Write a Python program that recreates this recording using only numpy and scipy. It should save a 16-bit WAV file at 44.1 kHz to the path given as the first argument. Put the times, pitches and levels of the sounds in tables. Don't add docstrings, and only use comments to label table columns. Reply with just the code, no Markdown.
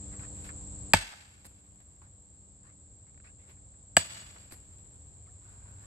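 import sys
import numpy as np
from scipy import signal
from scipy.fft import rfft, irfft
from scipy.io import wavfile
from scipy.ndimage import uniform_filter1d

SR = 44100
rng = np.random.default_rng(int(sys.argv[2]) if len(sys.argv) > 2 else 0)


def digitize_waveform(pressure):
    field = np.atleast_2d(pressure).T
    bounded = np.clip(field, -1, 1)
    quanta = np.round(bounded * 32767).astype(np.int16)
    wavfile.write(sys.argv[1], SR, quanta)


N = 258405
TIME = np.arange(N) / SR
LEFT_RIGHT = np.array([[1], [-1]])

# crack_db, grit_db, near_scatter_db,
# tree_echo_db, far_tree_echo_db, echo_steel_tones_db
BLOWS = [(0.935, 18.5, -15, -21, -29, -40.5, -51, -5), (3.967, 8.5, -14, -19.5, -32, -58, -43, 4)]
# freq_hz, relative_density_db
CRUNCH_COLOUR = [(150, -24), (600, -1), (1400, -0.5), (2550, -1), (3200, -9.5), (4400, -5), (7000, -17),
                 (15000, -47)]
# freq_hz, relative_density_db
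HISS_COLOUR = [(1000, 8), (4000, 0.5), (8500, -5), (11500, -1), (14500, -18.5), (17000, -29.5)]
LEAF_GRAIN_S, LEAF_GRAIN_DB = 0.0025, 3


def hammer():
    # freq_hz, t60_s, first_blow_db, second_blow_db
    knock_modes = [(174, 0.046, -13.5, -19), (243.7, .04, -14, -16.5), (335.2, 0.046, -25, -22.5),
                   (530, 0.03, -20.5, -11.5), (652, 0.03012, -10.5, -6.5), (786, 0.025, -7, -22),
                   (898, 0.043, -10, -23), (1160, 0.017, -22, -20), (1490, 0.024, -20, -16.5),
                   (1710.6, 0.035, -12.5, -9.5), (2130, 0.03, -21, -23), (2295, 0.059, -16, -27),
                   (2453, .035, -19.5, -15), (2618, 0.03, -15, -37), (2868, 0.03, -28, -9),
                   (3320, 0.017, -15, -27), (4010, .025, -27, -25), (4610, 0.02, -15.5, -7),
                   (7815, 0.05, -15.5, -3.5), (8180, 0.051, -24.5, -33), (8660, 0.042, -32, -21)]
    # freq_hz, t60_s, first_blow_db, second_blow_db
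    ping_modes = [(892.6, 0.05, -39.5, -53.5), (1160, .05, -56, -37.5), (1554, 0.068, -33.5, -48),
                  (1760, 0.05, -32.5, -37), (2147, 0.13, -40.5, -48.5), (2350, .045, -41, -37.5),
                  (2715, 0.066, -35.5, -52), (2927, 0.07, -50, -33.5), (3170, .06, -38.5, -45.5),
                  (3420, 0.079, -39, -34), (4180, .06, -44, -35), (4640, 0.06, -43.5, -33.5),
                  (4800, .06, -41, -46), (5280, .06, -49.5, -37), (6962, 0.055, -48, -22.5),
                  (7790, .07, -42, -15.5), (7850, .12, -32, -20.5), (8200, 0.093, -29.5, -25.5),
                  (11310, 0.05, -35, -34.5), (12700, 0.07, -43, -39.5), (14815, .07, -74, -33)]
    # freq_hz, t60_s, first_blow_db, second_blow_db
    thud_modes = [(46.3, 0.28, -31.5, -46), (91.9, 0.12, -17, -23), (165, 0.15, -31.5, -35.5)]
    # freq_hz, relative_density_db
    tick_colour = [(300, -28), (900, -15), (1600, -3), (2300, 0.5), (3100, -4), (3800, -10), (4700, -2),
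                   (5900, -18), (7800, -7.5), (9500, -24), (16000, -43.5)]
    # freq_hz, relative_density_db
    crack_colour = [(150, -9), (430, -21), (700, 2.5), (1150, -4.5), (1500, -0.5), (2400, -7), (3800, -15),
                    (4700, -14), (5900, -23.5), (7800, -12.5), (9500, -28), (16000, -47)]
    # freq_hz, relative_density_db
    grit_colour = [(3000, -25), (6000, -14), (8000, 5), (9600, -12), (11300, 3.5), (12600, -8.5),
                   (14000, -18.5), (16000, -25.5)]
    tick_rel_db, crack_lag_s = -13, 0.0022

    out = np.zeros((2, N))
    t = TIME[:3 * SR // 2]
    for blow, (s, force_db, crack_db, grit_db, near_db, trees_db, far_db, ring_db) in enumerate(BLOWS):
        force = from_db(force_db)
        tick = from_db(tick_rel_db) * burst(tick_colour, t, length_s=0.0022)
        crack = from_db(crack_db) * burst(crack_colour, t, length_s=0.0036)
        grit = from_db(grit_db) * burst(grit_colour, t, length_s=0.0035)
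        knock = modes(knock_modes, blow, t, rise_s=lambda hz: 0.0002902 + 1.2 / hz,
                      waver_hz=10, released_db=-7)
        ping = modes(ping_modes, blow, t, rise_s=lambda hz: 0.001, waver_hz=32, released_db=2)
        thud = modes(thud_modes, blow, t, rise_s=lambda hz: 0.009, waver_hz=0, released_db=0)
        add(out, s, force * ports(tick + grit + knock + ping + thud))
        add(out, s + crack_lag_s, force * ports(crack))
        ringing = ping + from_db(-19.0) * knock
        add(out, s, force * woods(ringing, t, near_db, trees_db, far_db, ring_db))
    return out


def burst(colour, t, length_s):
    gate = np.exp(-(t / length_s) ** 4)
    gain = colour_gain(colour, len(t))
    sound = rng.standard_normal(len(t))
    for _ in range(3):
        phase = np.angle(rfft(sound * gate))
        sound = gate * irfft(np.exp(1j * phase) * gain, len(t))
    return sound * np.sqrt(length_s * SR / np.sum(sound ** 2))


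def modes(table, blow, t, rise_s, waver_hz, released_db):
    log_lag_s, log_below_hz = 0.001419, 1900
    contact_s = 0.01
    out = 0
    moments_s = np.arange(0, t[-1], 0.003)
    for k, (hz, t60_s, *levels_db) in enumerate(table):
        lag_s = log_lag_s / (1 + (hz / log_below_hz) ** 4)
        since_s = np.maximum(t - lag_s, 0)
        released = np.clip(2 * (t - 2 / hz) / contact_s - 1.5, 0, 1)
        waver = waver_hz * np.interp(t, moments_s, rng.standard_normal(len(moments_s)))
        turns = hz * since_s + np.cumsum(waver) / SR
        level = from_db(levels_db[blow] + released_db * released)
        sign = (-1) ** k
        out = out + sign * level * swell(since_s, rise_s(hz), t60_s) * np.sin(2 * np.pi * turns)
    return out


def ports(sound):
    # freq_hz, left_lead_rad
    port_phase = [(0, .25), (550, .5), (1000, -.1), (1700, -.7), (2500, -1.4), (4600, -1.35), (7800, -.9),
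                  (12000, -1.76), (16000, -2)]
    size = len(sound)
    hz, lead_rad = np.transpose(port_phase)
    turn_rad = np.interp(np.arange(size // 2 + 1) * SR / size, hz, lead_rad) * 0.5 * LEFT_RIGHT
    fade_end = np.minimum(1, np.linspace(8, 0, size) ** 4)
    return irfft(rfft(sound) * np.exp(1j * turn_rad), size) * fade_end


def woods(ringing, t, near_db, trees_db, far_db, ring_db):
    # freq_hz, relative_density_db
    tree_colour = [(100, -7.5), (250, -8.5), (450, -10), (900, -4), (1300, -3.5), (1700, 0.5), (2900, -2.5),
                   (3900, -3), (4650, -3), (6000, -7), (8000, -2), (9600, -18), (12000, -16.5),
                   (14000, -45.5)]
    # delay_s, level_db, t60_s
    edge_echoes = [(.035, -43, .04), (.138, -58, 0.037), (.191, -42.5, .067), (0.332, -64, 0.07)]
    # freq_hz, relative_density_db
    edge_colour = [(250, -29.5), (700, -5), (1100, -12), (1600, -0.5), (2300, -21), (5000, -17),
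                   (12000, -50)]
    # freq_hz, relative_gain_db
    ring_path = [(900, -1), (1700, 2.5), (2900, 5), (3600, 3.5), (4700, 2), (7000, 0), (8200, -2.5),
                 (12500, -4.5), (15000, -12)]
    far_trees_s = 0.07

    near = from_db(near_db) * swell(t, rise_s=0.00085, t60_s=0.33)
    trunks = from_db(trees_db) * swell(t, rise_s=0.007, t60_s=0.56)
    far = from_db(far_db) * swell(np.maximum(t - far_trees_s, 0), rise_s=0.072, t60_s=1.0)
    level = np.sqrt(near ** 2 + trunks ** 2 + far ** 2)
    level = level * crackle(grain_s=0.004, depth_db=2.6)[:len(t)]
    wash = from_db(1.0) * level * noise(tree_colour, size=len(t))

    edge_level = sum(from_db(db) * swell(np.maximum(t - delay_s, 0), rise_s=0.005, t60_s=t60_s)
                     for delay_s, db, t60_s in edge_echoes)
    edge = edge_level * noise(edge_colour, size=len(t))

    paths = level * noise(ring_path, size=len(t))
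    tones = signal.fftconvolve(ringing[None], paths, axes=1)[:, :len(t)]
    return wash + edge + from_db(ring_db) * tones / np.sqrt(np.sum(ringing ** 2))


def feet():
    # offset_s, length_s, crunch_centre_hz, glide_end_to_start_ratio, relative_crunch_db, relative_hiss_db
    footwork = [(0, .08, 1550, 1.4, -52, -66), (0.145, 0.07, 2150, 1.1, -63.5, -64.5),
                (0.19, .09, 1400, 1.2, -68, -65), (0.235, 0.085, 2050, .85, -60.5, -56.5)]
    # start_s, crunch_offset_db, hiss_offset_db, crunch_pitch_ratio
    wind_ups = [(0.203, -3.5, 1, .92), (3.237, 2, -1, 1.3)]
    # start_s, length_s, crunch_centre_hz, glide_end_to_start_ratio, crunch_db, hiss_db
    scuffs = [(.111, 0.085, 1540, 0.86, -61.5, -77), (2.02, 0.071, 1300, 1.7, -57.5, -62),
              (2.631, 0.11, 1550, 1.6, -57, -66), (3.065, 0.055, 1800, 1.2, -62.5, -70),
              (5.405, 0.34, 1260, 1.2, -60.5, -63), (5.652, 0.21, 1190, 1, -60, -64),
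              (5.786, 0.29, 1650, 1.6, -59.5, -58.5)]
    # ratio_to_centre, relative_db
    scrape_modes = [(.75, 0), (1, 2), (1.25, 1)]
    scrape_width_hz = 140

    steps = [(start_s + s, length_s, ratio * hz, glide, weight_db + crunch_db, brush_db + hiss_db)
             for start_s, weight_db, brush_db, ratio in wind_ups
             for s, length_s, hz, glide, crunch_db, hiss_db in footwork]
    out, brush = np.zeros((2, N)), np.zeros(N)
    litter = noise(CRUNCH_COLOUR) * crackle(LEAF_GRAIN_S, LEAF_GRAIN_DB)
    for s, length_s, hz, glide, crunch_db, hiss_db in steps + list(scuffs):
        weight = press(s, length_s)
        during = (TIME >= s) & (TIME < s + length_s)
        ground = litter[:, during]
        centre_hz = hz * glide ** ((TIME[during] - s) / length_s - 0.5)
        scrape = sum((-1) ** k * from_db(db) * hollow(ground, ratio * centre_hz, scrape_width_hz)
                     for k, (ratio, db) in enumerate(scrape_modes))
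        add(out, s, from_db(crunch_db) * weight[during] * (2.03 * scrape + 0.61 * ground))
        brush += from_db(hiss_db) * weight
    return out + brush * crackle(LEAF_GRAIN_S, LEAF_GRAIN_DB) * noise(HISS_COLOUR)


def press(s, length_s):
    return np.sin(np.pi * np.clip((TIME - s) / length_s, 0, 1) ** 0.61)


def landings():
    # start_s, knock_db, leaf_crack_db, t60_s, thump_db
    contacts = [(1.446, -30, -36, 0.011, -52), (1.4514, -30.5, -27.5, 0.021, -42),
                (1.4576, -48, -40, 0.12, -49), (4.51, -38, -42, 0.031, -51),
                (4.5206, -41, -37.5, 0.14, -36)]
    # freq_hz, relative_density_db
    leaf_colour = [(1000, -9), (3200, -27), (4300, 1.5), (6000, -11), (8400, 14.5), (9700, -4),
                   (11400, 6.5), (14000, -13), (16000, -14)]
    # freq_hz, relative_density_db
    soil_colour = [(40, -6), (90, 4), (250, -9), (600, -12), (1500, -38), (5000, -70)]
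    knock = sum(from_db(db) * snap(s, t60_s) for s, db, _, t60_s, _ in contacts)
    leaves = sum(from_db(db) * snap(s, t60_s) for s, _, db, t60_s, _ in contacts)
    thump = sum(from_db(db) * swell(np.maximum(TIME - s, 0), rise_s=0.0016, t60_s=0.086)
                for s, *_, db in contacts)
    grains = crackle(LEAF_GRAIN_S, LEAF_GRAIN_DB)
    crushed = grains * (knock * noise(CRUNCH_COLOUR) + leaves * noise(leaf_colour))
    return crushed + thump * noise(soil_colour)


def leaf_litter():
    # start_s, pitch_hz, relative_knock_db, bright_tick_db, t60_s
    twigs = [(0.137, 1500, -51.5, -69, 0.038), (0.193, 1900, -47.5, -55, 0.056),
             (0.49, 1370, -38.5, -62, 0.08), (1.802, 1400, -53, -53, 0.12), (2.018, 840, -38, -56, 0.055),
             (2.071, 950, -44, -70, .025), (3.143, 1800, -44, -78, .015), (3.175, 1600, -36, -78, 0.016),
             (3.2, 1670, -39.5, -78, 0.024), (3.494, 2340, -48, -49.5, 0.13), (3.569, 1500, -53, -75, 0.11),
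             (3.738, 1500, -51, -77, 0.056), (4.362, 1160, -29.5, -62, 0.016),
             (4.366, 420, -28.5, -75, 0.048), (4.371, 1150, -45, -70, 0.036)]
    settle_db, settle_rise_s, settle_t60_s = -50.5, 0.05, 3.9
    wood = noise(CRUNCH_COLOUR)
    knock = sum(from_db(db) * snap(s, t60_s) * 1.1 * hollow(wood, hz, width_hz=0.5 * hz)
                for s, hz, db, _, t60_s in twigs)
    bright = sum(from_db(db) * snap(s, t60_s) for s, _, _, db, t60_s in twigs)
    settling = sum(swell(np.maximum(TIME - s, 0), settle_rise_s, settle_t60_s) for s, *_ in BLOWS)
    settling = from_db(settle_db) * settling * crackle(grain_s=0.005, depth_db=3)
    return knock + np.hypot(bright, settling) * noise(HISS_COLOUR)


def snap(s, t60_s):
    return swell(np.maximum(TIME - s, 0), rise_s=0.00081, t60_s=t60_s)


def squeak():
    # start_s, length_s, start_hz, end_hz, level_db
    chirps = [(5.259, 0.022, 2250, 2080, -62), (5.271, 0.027, 1130, 1500, -56),
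              (5.286, 0.022, 1800, 1950, -64), (5.281, 0.069, 760, 730, -62)]
    out = 0
    for s, length_s, from_hz, to_hz, db in chirps:
        glide_hz = np.interp(TIME, [s, s + length_s], [from_hz, to_hz])
        rough_hz = glide_hz * crackle(grain_s=0.001, depth_db=0.7)
        out = out + from_db(db) * press(s, length_s) * np.sin(2 * np.pi * np.cumsum(rough_hz) / SR)
    return out


def surroundings():
    # freq_hz, relative_density_db
    shrill_colour = [(4000, -64.5), (5500, -43.5), (6500, -30.5), (7000, -9), (7300, -4), (7620, 4.5),
                     (7900, -4), (8300, -10.5), (8900, -23), (9600, -58), (11000, -70.5)]
    # freq_hz, relative_density_db
    rumble_colour = [(18, -38), (35, -11), (55, 0.5), (78, 1.5), (120, -4), (170, -13.5), (260, -19.5),
                     (400, -24.5), (700, -35), (1500, -60.5), (5000, -89.5)]
    # freq_hz, relative_density_db
    air_colour = [(200, -7), (550, 1), (900, -4), (1500, -12.5), (2800, -16.5), (4200, -12.5),
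                  (5600, -17.5), (8500, -22), (10500, -43.5), (16000, -61)]
    shrill = from_db(-47) * noise(shrill_colour)
    low = from_db(-46.5) * noise(rumble_colour) + engine()
    air = from_db(-60) * noise(air_colour)
    balance = from_db(0.29 * LEFT_RIGHT)
    return (low + shrill + air) * balance


def engine():
    harmonics_db = [-2, -1, -5.5, -16.5, -15.5, -19]
    # time_s, lowest_tone_db, overtones_db
    drone = [(0, 4, 3.5), (2, 2.5, -0.5), (4.8, -1.5, -1), (5.3, 11.5, -12), (5.86, 14, -0.5)]
    pitch_hz, level_db = 97.8, -55.5
    wander_rms_hz, wander_step_s = 0.5, 3.6
    lowest_db, overtones_db = in_time(drone)
    wander = np.interp(TIME / wander_step_s, np.arange(20), rng.standard_normal(size=20))
    turns = np.cumsum(pitch_hz + wander_rms_hz * wander) / SR
    out = 0
    for k, db in enumerate(harmonics_db):
        level = from_db(level_db + db + (overtones_db if k else lowest_db))
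        tone = np.sin(2 * np.pi * (k + 1) * turns)
        out = out + level * tone * crackle(grain_s=0.21, depth_db=1.5)
    return out


def from_db(db):
    return 10 ** (np.asarray(db) / 20)


def in_time(rows):
    s, *columns = np.transpose(rows)
    return [np.interp(TIME, s, column) for column in columns]


def add(out, s, sound):
    at = int(round(s * SR))
    out[:, at:at + sound.shape[-1]] += sound[..., :N - at]


def colour_gain(colour, size):
    hz, db = np.transpose(colour)
    grid_hz = np.arange(size // 2 + 1) * SR / size
    return from_db(np.interp(np.log(grid_hz + 1), np.log(hz), db))


def noise(colour, size=N):
    # freq_hz, side_minus_mid_db
    stereo_width = [(60, -17.5), (200, -11), (380, -2), (700, 1), (1300, 2), (4400, 1.5), (8000, -4.5),
                    (12000, -0.5)]
    mid, side = rfft(rng.standard_normal((2, size))) * colour_gain(colour, size)
    both = irfft(mid + colour_gain(stereo_width, size) * side * LEFT_RIGHT, size)
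    return both / both.std()


def crackle(grain_s, depth_db):
    moments_s = np.arange(0, TIME[-1], grain_s)
    gain = from_db(depth_db * np.interp(TIME, moments_s, rng.standard_normal(len(moments_s))))
    return gain / np.sqrt(np.mean(gain ** 2))


def swell(t, rise_s, t60_s):
    return (1 - np.exp(-(t / rise_s) ** 2)) * from_db(-60 * t / t60_s)


def hollow(sound, hz, width_hz):
    turn = np.exp(2j * np.pi * np.cumsum(hz * np.ones(sound.shape[-1])) / SR)
    keep = np.exp(-np.pi * width_hz / SR)
    return 2 * np.real(turn * signal.lfilter([1 - keep], [1, -keep], sound * turn.conj()))


def scene():
    return hammer() + feet() + landings() + leaf_litter() + squeak() + surroundings()


def release(cut_db, db_per_s):
    return np.maximum.accumulate(cut_db + db_per_s * TIME) - db_per_s * TIME


def gain_control(sound):
    limit_db, held_share = -10.5, 0.73
    quick_db_per_s, slow_db_per_s = 9.5, 1
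    detector_s, look_ahead_s = 0.008, 0.005
    power = uniform_filter1d(np.mean(sound ** 2, axis=0), size=int(detector_s * SR))
    over_db = np.maximum(10 * np.log10(np.maximum(power, 1e-12)) - limit_db, 0)
    quick_db = release(over_db, quick_db_per_s)
    slow_db = release(held_share * over_db, slow_db_per_s)
    cut_db = np.maximum(quick_db, slow_db)
    return sound * from_db(-np.interp(TIME + look_ahead_s, TIME, cut_db))


def record(dry):
    ceiling, stopband_hz = 1.1, 16800
    rounded = ceiling * np.tanh(gain_control(dry) / ceiling)
    top_cut = signal.cheby2(14, 70, stopband_hz, fs=SR, output="sos")
    return signal.sosfilt(top_cut, rounded)


dry = scene()
out = record(dry)
digitize_waveform(out)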